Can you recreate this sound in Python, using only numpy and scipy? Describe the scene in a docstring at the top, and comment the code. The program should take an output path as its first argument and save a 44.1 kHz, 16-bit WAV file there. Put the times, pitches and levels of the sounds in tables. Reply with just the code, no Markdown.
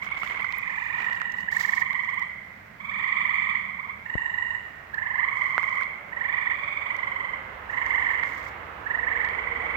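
"""From the start, tree frogs trill over one another in a night wood, mostly to the right. Each trill
is a run of short rising notes that ring the frog's vocal sac, and tree trunks scatter a long echo.
In the first two seconds feet shuffle, leaves rustle and twigs snap, over a far motor's drone.
Something taps the hand-held microphone at 4.2 s and, much harder, at 5.6 s. From about 5 s to the
end, far traffic swells and its tyres sing a falling note, while the frogs and rustling go on."""
import sys
import numpy as np
from scipy import signal
from scipy.fft import rfft, irfft, next_fast_len
from scipy.io import wavfile

SR = 44100
rng = np.random.default_rng(int(sys.argv[2]) if len(sys.argv) > 2 else 0)


def wav_record(signal):
    """Record a signal, one row per channel, as 16-bit PCM in the file named by sys.argv[1]."""
    frames = np.transpose(np.atleast_2d(signal))
    bounded = np.clip(frames, -1, 1)
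    # unit amplitude maps onto the largest positive 16-bit level
    quanta = np.round(bounded * 32767).astype(np.int16)
    wavfile.write(sys.argv[1], SR, quanta)


N = 430416
T = np.arange(N) / SR

# One frog trill a row: first_note_s, last_note_s, note_count, pitch_hz, level_db, voice
FROG_TRILLS = [ (-.022, 0.424, 10, 1089, -20, "high"), (.223, .727, 12, 1025, -21.5, "middle"),
               (0.466, 1.019, 14, 1178, -27, "high"), (.664, 1.114, 12, 950, -19, "crisp"),
               (.963, 1.432, 12, 942, -19, "low"), (1.488, 1.823, 9, 932, -10, "closest"),
               (1.508, 2.229, 17, 1068, -21.5, "high"), (1.779, 2.223, 11, 1004, -18.5, "middle"),
               (2.808, 3.498, 16, 1123, -22, "bright"), (2.921, 3.556, 16, 984, -18.5, "high"),
               (3.006, 3.559, 14, 1051, -19.5, "high"), (3.503, 3.9, 9, 1077, -25.5, "hollow"),
               (4.063, 4.552, 13, 944, -16.5, "low"), (4.945, 5.233, 8, 912, -16.5, "near"),
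               (4.988, 5.82, 20, 1021, -19.5, "middle"), (5.157, 5.822, 16, 1071, -20.5, "hollow"),
               (6.132, 6.518, 10, 963, -15.5, "near"), (6.199, 6.866, 16, 1129, -24.5, "bright"),
               (6.244, 6.774, 13, 1082, -23.5, "high"), (6.825, 7.339, 13, 1026, -18, "crisp"),
               (7.701, 8.238, 14, 941, -16.5, "crisp"), (7.732, 8.233, 12, 1052, -18, "high"),
               (7.742, 8.239, 13, 1000, -25, "middle"), (8.18, 8.467, 7, 1054, -27.5, "hollow"),
               (8.87, 9.249, 10, 929, -14.5, "near"), (9.002, 9.753, 18, 1084, -24.5, "high"),
               (9.047, 9.742, 17, 1013, -22, "middle")]
# Each kind of voice: sac_width_hz, first_harmonic_db, third_harmonic_db, pan_db, echo_db
# (pan_db is always left minus right, so below zero means to the right)
FROG_VOICES = { "closest": (55, -18.5, -30, -14, -14.5), "bright": (110, -10, -20, -13.5, 1.5),
               "near": (101.5, -13.5, -27, -12.5, -6), "low": (63, -15.5, -19.5, -13, -0.5),
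               "crisp": (92, -10.5, -23, -12, -3), "middle": (99, -12.5, -25.5, -17, -1),
               "high": (110.5, -13.5, -24.5, -16, -1.5), "hollow": (105.5, -8, -26.5, -15.5, 0)}
# Taps on the microphone's case: start_s, strength_db, pitch_hz, ring_s, pan_db
CASE_TAPS = [(4.1536, -5, 112.8, 0.0016, 24), (4.1543, -5.5, 605, 0.00047, 22),
             (5.58, 10.5, 1386, 0.00047, -10)]
# Stems and twigs snapping: start_s, peak_db, pitch_hz
TWIG_SNAPS = [(.232, -20, 905), (0.275, -25, 2500), (.411, -19, 1390), (0.445, -16, 1390),
              (.524, -18.5, 2170), (.583, -22, 15400), (1.131, -33, 4000), (1.154, -36, 4500),
              (1.201, -17, 2000), (1.216, -10.5, 1630), (1.321, -32, 5000), (1.568, -28, 7000),
              (1.931, -20, 2000), (2.142, -49, 9000), (2.195, -36, 5860), (2.224, -32, 3500),
              (4.944, -30, 4000), (5.63, -14, 1290), (5.811, -14, 1290), (5.833, -28.5, 3500),
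              (6.966, -37.5, 4500), (7.864, -35, 5000), (8.235, -14, 1680), (9.249, -26.5, 3000),
              (9.288, -24, 2500)]
# Leaves brushing past: start_s, length_s, strength_db
LEAF_BRUSHES = [(.01, 0.056, -55.5), (0.157, .16, -55), (0.354, 0.61, -60), (0.976, 0.2, -59),
                (1.361, 0.049, -56), (1.507, 0.3, -49.5), (1.59, 0.029, -51.5), (1.847, 0.3, -63),
                (5.353, 0.48, -60.5), (7.697, .5, -61), (8.237, 0.25, -56.5), (9.196, .1, -69.5),
                (9.62, 0.17, -71)]
# Feet shifting in dead leaves: middle_s, half_length_s, level_db
FOOT_SHUFFLES = [(0.244, 0.25, -35.5), (0.444, 0.11, -66), (1.04, 0.14, -38.5), (1.224, 0.3, -47)]
# How loud the far traffic is: time_s, rumble_db, tyre_db
TRAFFIC_LEVELS = [(0, -59.5, -64), (2.6, -74, -67.5), (4.702, -60, -50.5), (6.001, -61, -45.5),
                  (7.5, -56, -41), (8, -50.5, -40), (8.698, -51.5, -39.5), (9.76, -45, -35.5)]
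# The note that the tyres sing: time_s, pitch_hz, level_db
TYRE_WHINE = [(0, 640.7, -84), (4.8, 614.5, -69.5), (5.599, 592.7, -58.5), (7.001, 561.8, -52.5),
              (7.701, 508.5, -56), (8.501, 486, -54.5), (9.76, 470, -42)]
# How loud the far motor is: time_s, level_db
MOTOR_DRONE = [(0, -52), (.7, -59), (1.5, -51), (2.5, -57.5), (3.2, -48.5), (3.9, -55), (4.8, -68),
               (6.1, -56.5), (7, -63.5), (9.76, -70)]
# The tone of each noise, from bass to treble: frequency_hz, gain_db
LEAF_TONE = [(500, 3.5), (1500, 14.5), (3000, 9), (5000, 8.5), (7500, 6), (9000, -11.5), (12000, -3.5),
             (15500, 0.5)]
DEAD_LEAF_TONE = [(100, -15), (300, -9), (700, -4), (1400, 4), (3000, -5), (6000, -35), (12000, -39.5)]
RUMBLE_TONE = [(25, -25.5), (45, -10), (64, -4), (90, -7), (150, -22.5), (300, -16)]
TYRE_TONE = [(150, -13), (280, -12), (480, -6.5), (700, -4), (1100, -1), (1700, -3.5), (2800, -16),
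             (5000, -42)]
NIGHT_TONE = [(25, -15.5), (60, -3.5), (100, 0), (170, -4.5), (330, -14), (700, -10), (1100, -10.5),
              (1600, -8), (2100, -5), (2800, -22.5), (4500, -31.5), (7500, -38.5), (9000, -44),
              (15000, -36)]


def frogs(soft_start_db=6, flat_start=0.029, slowing=0.035, scatter_db=1.6, waver=0.0063):
    """Each trill starts soft and a little low in pitch, and slows slightly as the frog tires."""
    out = np.zeros((2, N))
    for first_s, last_s, count, pitch_hz, level_db, voice in FROG_TRILLS:
        sac_width_hz, first_db, third_db, pan_db, echo_db = FROG_VOICES[voice]
        progress = np.arange(count) / (count - 1)
        times_s = (last_s - first_s) * (progress + slowing * progress * (progress - 1))
        trill = np.zeros(int((last_s - first_s + 0.1) * SR))
        for index, time_s in enumerate(times_s):
            cold = np.exp(-index)  # the frog warms up within a few notes
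            level_luck, pitch_luck = rng.standard_normal(2)
            note_hz = pitch_hz * (1 - flat_start * cold + waver * pitch_luck)
            note_db = level_db - soft_start_db * cold + scatter_db * level_luck
            note = frog_note(note_hz, sac_width_hz, first_db, third_db)
            at = int(time_s * SR)
            trill[at:at + len(note)] += note * gain(note_db)
        start_s = first_s - len(note) / 2 / SR  # a note is timed by its middle
        direct = np.array([np.roll(trill, 10), trill])  # reaches the left side a little later
        echo = signal.fftconvolve(trill[None], wood_echo(), axes=1)
        add(out, direct * pan(pan_db), start_s)
        add(out, echo * pan(-7) * gain(echo_db), start_s)
    return out


def frog_note(pitch_hz, sac_width_hz, first_db, third_db, glide_per_s=10, rise_s=0.015, fall_s=0.013):
    """One rising note. Its second harmonic (twice the pitch) peaks as it rings the vocal sac."""
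    t = np.arange(-1100, 1100) / SR
    hz = pitch_hz * (1 + glide_per_s * t)
    phase = 2 * np.pi * np.cumsum(hz) / SR
    swell = np.exp(-(t / np.where(t < 0, rise_s, fall_s)) ** 2)
    # the note's lowest tone is strongest near 1200 Hz and weaker below
    low_band_shape = resonance(hz, centre_hz=1201, width_hz=403)
    first = gain(first_db) * np.sqrt(swell) * np.sin(phase) * low_band_shape
    second = swell * np.sin(2 * phase) * resonance(hz, pitch_hz, sac_width_hz)
    # higher harmonics sound only at the height of the push; the top ones share a narrow resonance
    push = np.exp(-((hz - pitch_hz) / (0.78 * sac_width_hz)) ** 2)
    sheen = sum(np.sin(k * phase) * resonance(k * hz, centre_hz=7330, width_hz=1300) ** 2
                for k in range(6, 10))
    upper = np.sin(3 * phase) + gain(-18) * np.sin(4 * phase) + gain(-21) * sheen
    return first + second + gain(third_db) * upper * push


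def wood_echo(trunks_per_s=500, trunks_fade_s=0.31, tail_fade_s=1.13, first_echo_s=0.009):
    """Near trunks send back separate echoes, and a dense tail lingers. Each fade is a 60 dB fall."""
    t = np.arange(SR) / SR
    trunks = normalise(rng.standard_normal((2, SR)) * (rng.random((2, SR)) < trunks_per_s / SR))
    # soft ground soaks up the low part of the call on the long paths
    tail = keep_band(rng.standard_normal((2, SR)), "highpass", hz=1500)
    echo = trunks * gain(-60 * t / trunks_fade_s) + tail * gain(-60 * t / tail_fade_s)
    return normalise(echo * (t > first_echo_s)) / np.sqrt(SR)


def microphone_taps(contact_s=0.00047):
    """Brief knocks ring the microphone's case and die almost at once."""
    out = np.zeros((2, N))
    t = np.arange(SR // 20) / SR
    for start_s, strength_db, pitch_hz, ring_s, pan_db in CASE_TAPS:
        rise = 1 - np.exp(-t / contact_s)
        ring = np.sin(2 * np.pi * pitch_hz * t) * rise * np.exp(-t / ring_s)
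        knock = keep_band(ring, "highpass", hz=pitch_hz / 4)
        add(out, knock * gain(strength_db) * pan(pan_db), start_s)
    return out


def twig_snaps(snap_s=0.0012, widest_hz=5000, edge_db=-46):
    """A stem gives way with a tiny burst that makes it ring; higher snaps cover a wider band."""
    out = np.zeros((2, N))
    t = np.arange(SR // 30) / SR
    for start_s, peak_db, pitch_hz in TWIG_SNAPS:
        top_hz = pitch_hz + min(0.66 * pitch_hz, widest_hz) / 2
        band_hz = np.clip([pitch_hz ** 2 / top_hz, top_hz], 50, SR * 0.48)
        burst = rng.standard_normal((2, len(t))) * np.exp(-t / snap_s)
        ring = keep_band(burst, "bandpass", band_hz)
        body = ring / np.abs(ring).max() * gain(peak_db)
        brittle_edge = np.diff(burst, prepend=0) * gain(edge_db)  # as strong in every snap
        add(out, (body + brittle_edge) * pan(-9), start_s)
    return out


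def leaf_rustle(catch_s=0.0083, release_s=0.023, stir_db=-73.5, most_clicks_per_s=4000, boost_db=5):
    """Leaves brush against clothing: a light touch gives single crackles, a hard one a dense rush."""
    pressure = np.full(N, gain(stir_db))  # between brushes the leaves barely stir
    for start_s, length_s, strength_db in LEAF_BRUSHES:
        catch = np.clip((T - start_s) / catch_s, 0, 1)
        release = np.exp(-np.maximum(T - start_s - length_s, 0) / release_s)
        pressure += gain(strength_db) * catch * release
    clicks = crackle(most_clicks_per_s * pressure / pressure.max(), spread_db=2)
    rustle = normalise(shape_tone(clicks, LEAF_TONE) * np.sqrt(pressure))
    level = np.sqrt(np.mean(pressure ** 2)) * gain(boost_db)
    return rustle * level * pan(-7)


def foot_shuffles():
    """Dead leaves crunch as feet shift their weight on them."""
    weight = sum(gain(level_db) * np.exp(-((T - middle_s) / half_length_s) ** 2)
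                 for middle_s, half_length_s, level_db in FOOT_SHUFFLES)
    crunch = shape_tone(crackle(clicks_per_s=500, spread_db=3.5), DEAD_LEAF_TONE)
    return crunch * weight * pan(-6)


def far_traffic():
    """Traffic draws nearer on a far road: engines rumble and hum, and tyres roar."""
    times_s, rumble_db, tyre_db = np.transpose(TRAFFIC_LEVELS)
    rumble_level = gain(np.interp(T, times_s, rumble_db))
    tyre_level = gain(np.interp(T, times_s, tyre_db))
    rumble = wide_noise(RUMBLE_TONE, spread=0.16, pan_db=-9.5) * wobble(turns_per_s=12)
    roar = wide_noise(TYRE_TONE, spread=0.14, pan_db=-8) * wobble(turns_per_s=26)
    engine = far_hum(pitch_hz=62.2, width_hz=7.3) * gain(-8.5) * pan(-5)
    return (rumble + engine) * rumble_level + roar * tyre_level


def tyre_whine():
    """Tyres sing on the far road, sinking in pitch as they grow louder."""
    times_s, pitch_hz, level_db = np.transpose(TYRE_WHINE)
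    whine = far_hum(np.interp(T, times_s, pitch_hz), width_hz=49)
    return whine * gain(np.interp(T, times_s, level_db)) * pan(-6.5)


def motor_drone():
    """A far motor holds one low note that swells and fades."""
    times_s, level_db = np.transpose(MOTOR_DRONE)
    return far_hum(pitch_hz=195.6, width_hz=48) * gain(np.interp(T, times_s, level_db)) * pan(-7)


def night_hush(level_db=-47):
    """The soft, nearly steady hush of the night."""
    return wide_noise(NIGHT_TONE, spread=0.092, pan_db=-5.5) * gain(level_db) * wobble(turns_per_s=5.8)


def crackle(clicks_per_s, spread_db, tail_s=0.0022):
    """Tiny clicks of very unequal size, each with a short noisy tail."""
    sizes = gain(spread_db * np.minimum(rng.exponential(size=N), 5))
    clicks = sizes * (rng.random(N) < clicks_per_s / SR)
    tails = signal.lfilter([1], [1, -np.exp(-1 / (tail_s * SR))], clicks)
    return tails * rng.standard_normal((2, N))


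def far_hum(pitch_hz, width_hz):
    """A far tone, blurred into a narrow band on its way."""
    blur = keep_band(rng.standard_normal((2, N)), "lowpass", hz=width_hz / 2)
    phase = 2 * np.pi * np.cumsum(pitch_hz * np.ones(N)) / SR
    return normalise(blur[0] * np.cos(phase) + blur[1] * np.sin(phase))


def wide_noise(tone, spread, pan_db):
    """Noise from all around: the bass sits in the middle, the treble is wide and leans to one side."""
    middle, side = rng.standard_normal((2, N))
    side = keep_band(side, "highpass", hz=500, order=1) + spread * rng.standard_normal(N)
    stereo = np.array([middle + side, middle - side])
    bass = keep_band(stereo, "lowpass", hz=250, order=1)
    return shape_tone(bass * pan(0) + (stereo - bass) * pan(pan_db), tone)


def wobble(turns_per_s, depth_db=0.5):
    """A gain that drifts a little up and down at random."""
    drift = np.interp(T * turns_per_s, np.arange(1000), rng.standard_normal(1000))
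    return gain(depth_db * drift)


def resonance(hz, centre_hz, width_hz):
    """How strongly something rings: fully at its centre, much less to either side."""
    return 1 / np.hypot(1, (2 * (hz - centre_hz) / width_hz) ** 2)


def shape_tone(sound, tone):
    """Filter a sound to follow a tone table, then bring its average level to one."""
    points_hz, points_db = np.transpose(tone)
    size = next_fast_len(N)
    hz = np.maximum(np.fft.rfftfreq(size, 1 / SR), 1)
    curve = gain(np.interp(np.log(hz), np.log(points_hz), points_db))
    fade_ends = np.minimum(hz / points_hz[0], 1) * np.minimum(points_hz[-1] / hz, 1) ** 2
    return normalise(irfft(rfft(sound, size) * curve * fade_ends, size)[..., :N])


def keep_band(sound, kind, hz, order=2):
    """Keep what lies below (lowpass), above (highpass) or between (bandpass) the given hz."""
    return signal.sosfilt(signal.butter(order, hz, kind, fs=SR, output="sos"), sound)


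def gain(db):
    """Turn decibels into a number to multiply by."""
    return 10 ** (np.asarray(db) / 20)


def normalise(sound):
    """Scale to an average level (rms) of one."""
    return sound / np.sqrt(np.mean(sound ** 2) + 1e-20)


def pan(pan_db):
    """Left and right gains with a total power of one."""
    gains = gain([[pan_db], [0]])
    return gains / np.sqrt(np.sum(gains ** 2))


def add(out, sound, start_s):
    """Mix a stereo sound in at a given time."""
    at = int(start_s * SR)
    begin, end = max(at, 0), min(at + sound.shape[1], N)
    out[:, begin:end] += sound[:, begin - at:end - at]


def scene():
    """The frogs, the small sounds close by and the far background."""
    foreground = frogs() + microphone_taps() + twig_snaps() + leaf_rustle() + foot_shuffles()
    return foreground + far_traffic() + tyre_whine() + motor_drone() + night_hush()


def record(dry, low_cut_hz=30, high_cut_hz=15900):
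    """The microphone loses the deepest bass and the recorder cuts the highest treble."""
    thinned = keep_band(dry, "highpass", low_cut_hz)
    return signal.sosfilt(signal.ellip(10, 0.2, 80, high_cut_hz, fs=SR, output="sos"), thinned)


dry = scene()
out = record(dry)
wav_record(out)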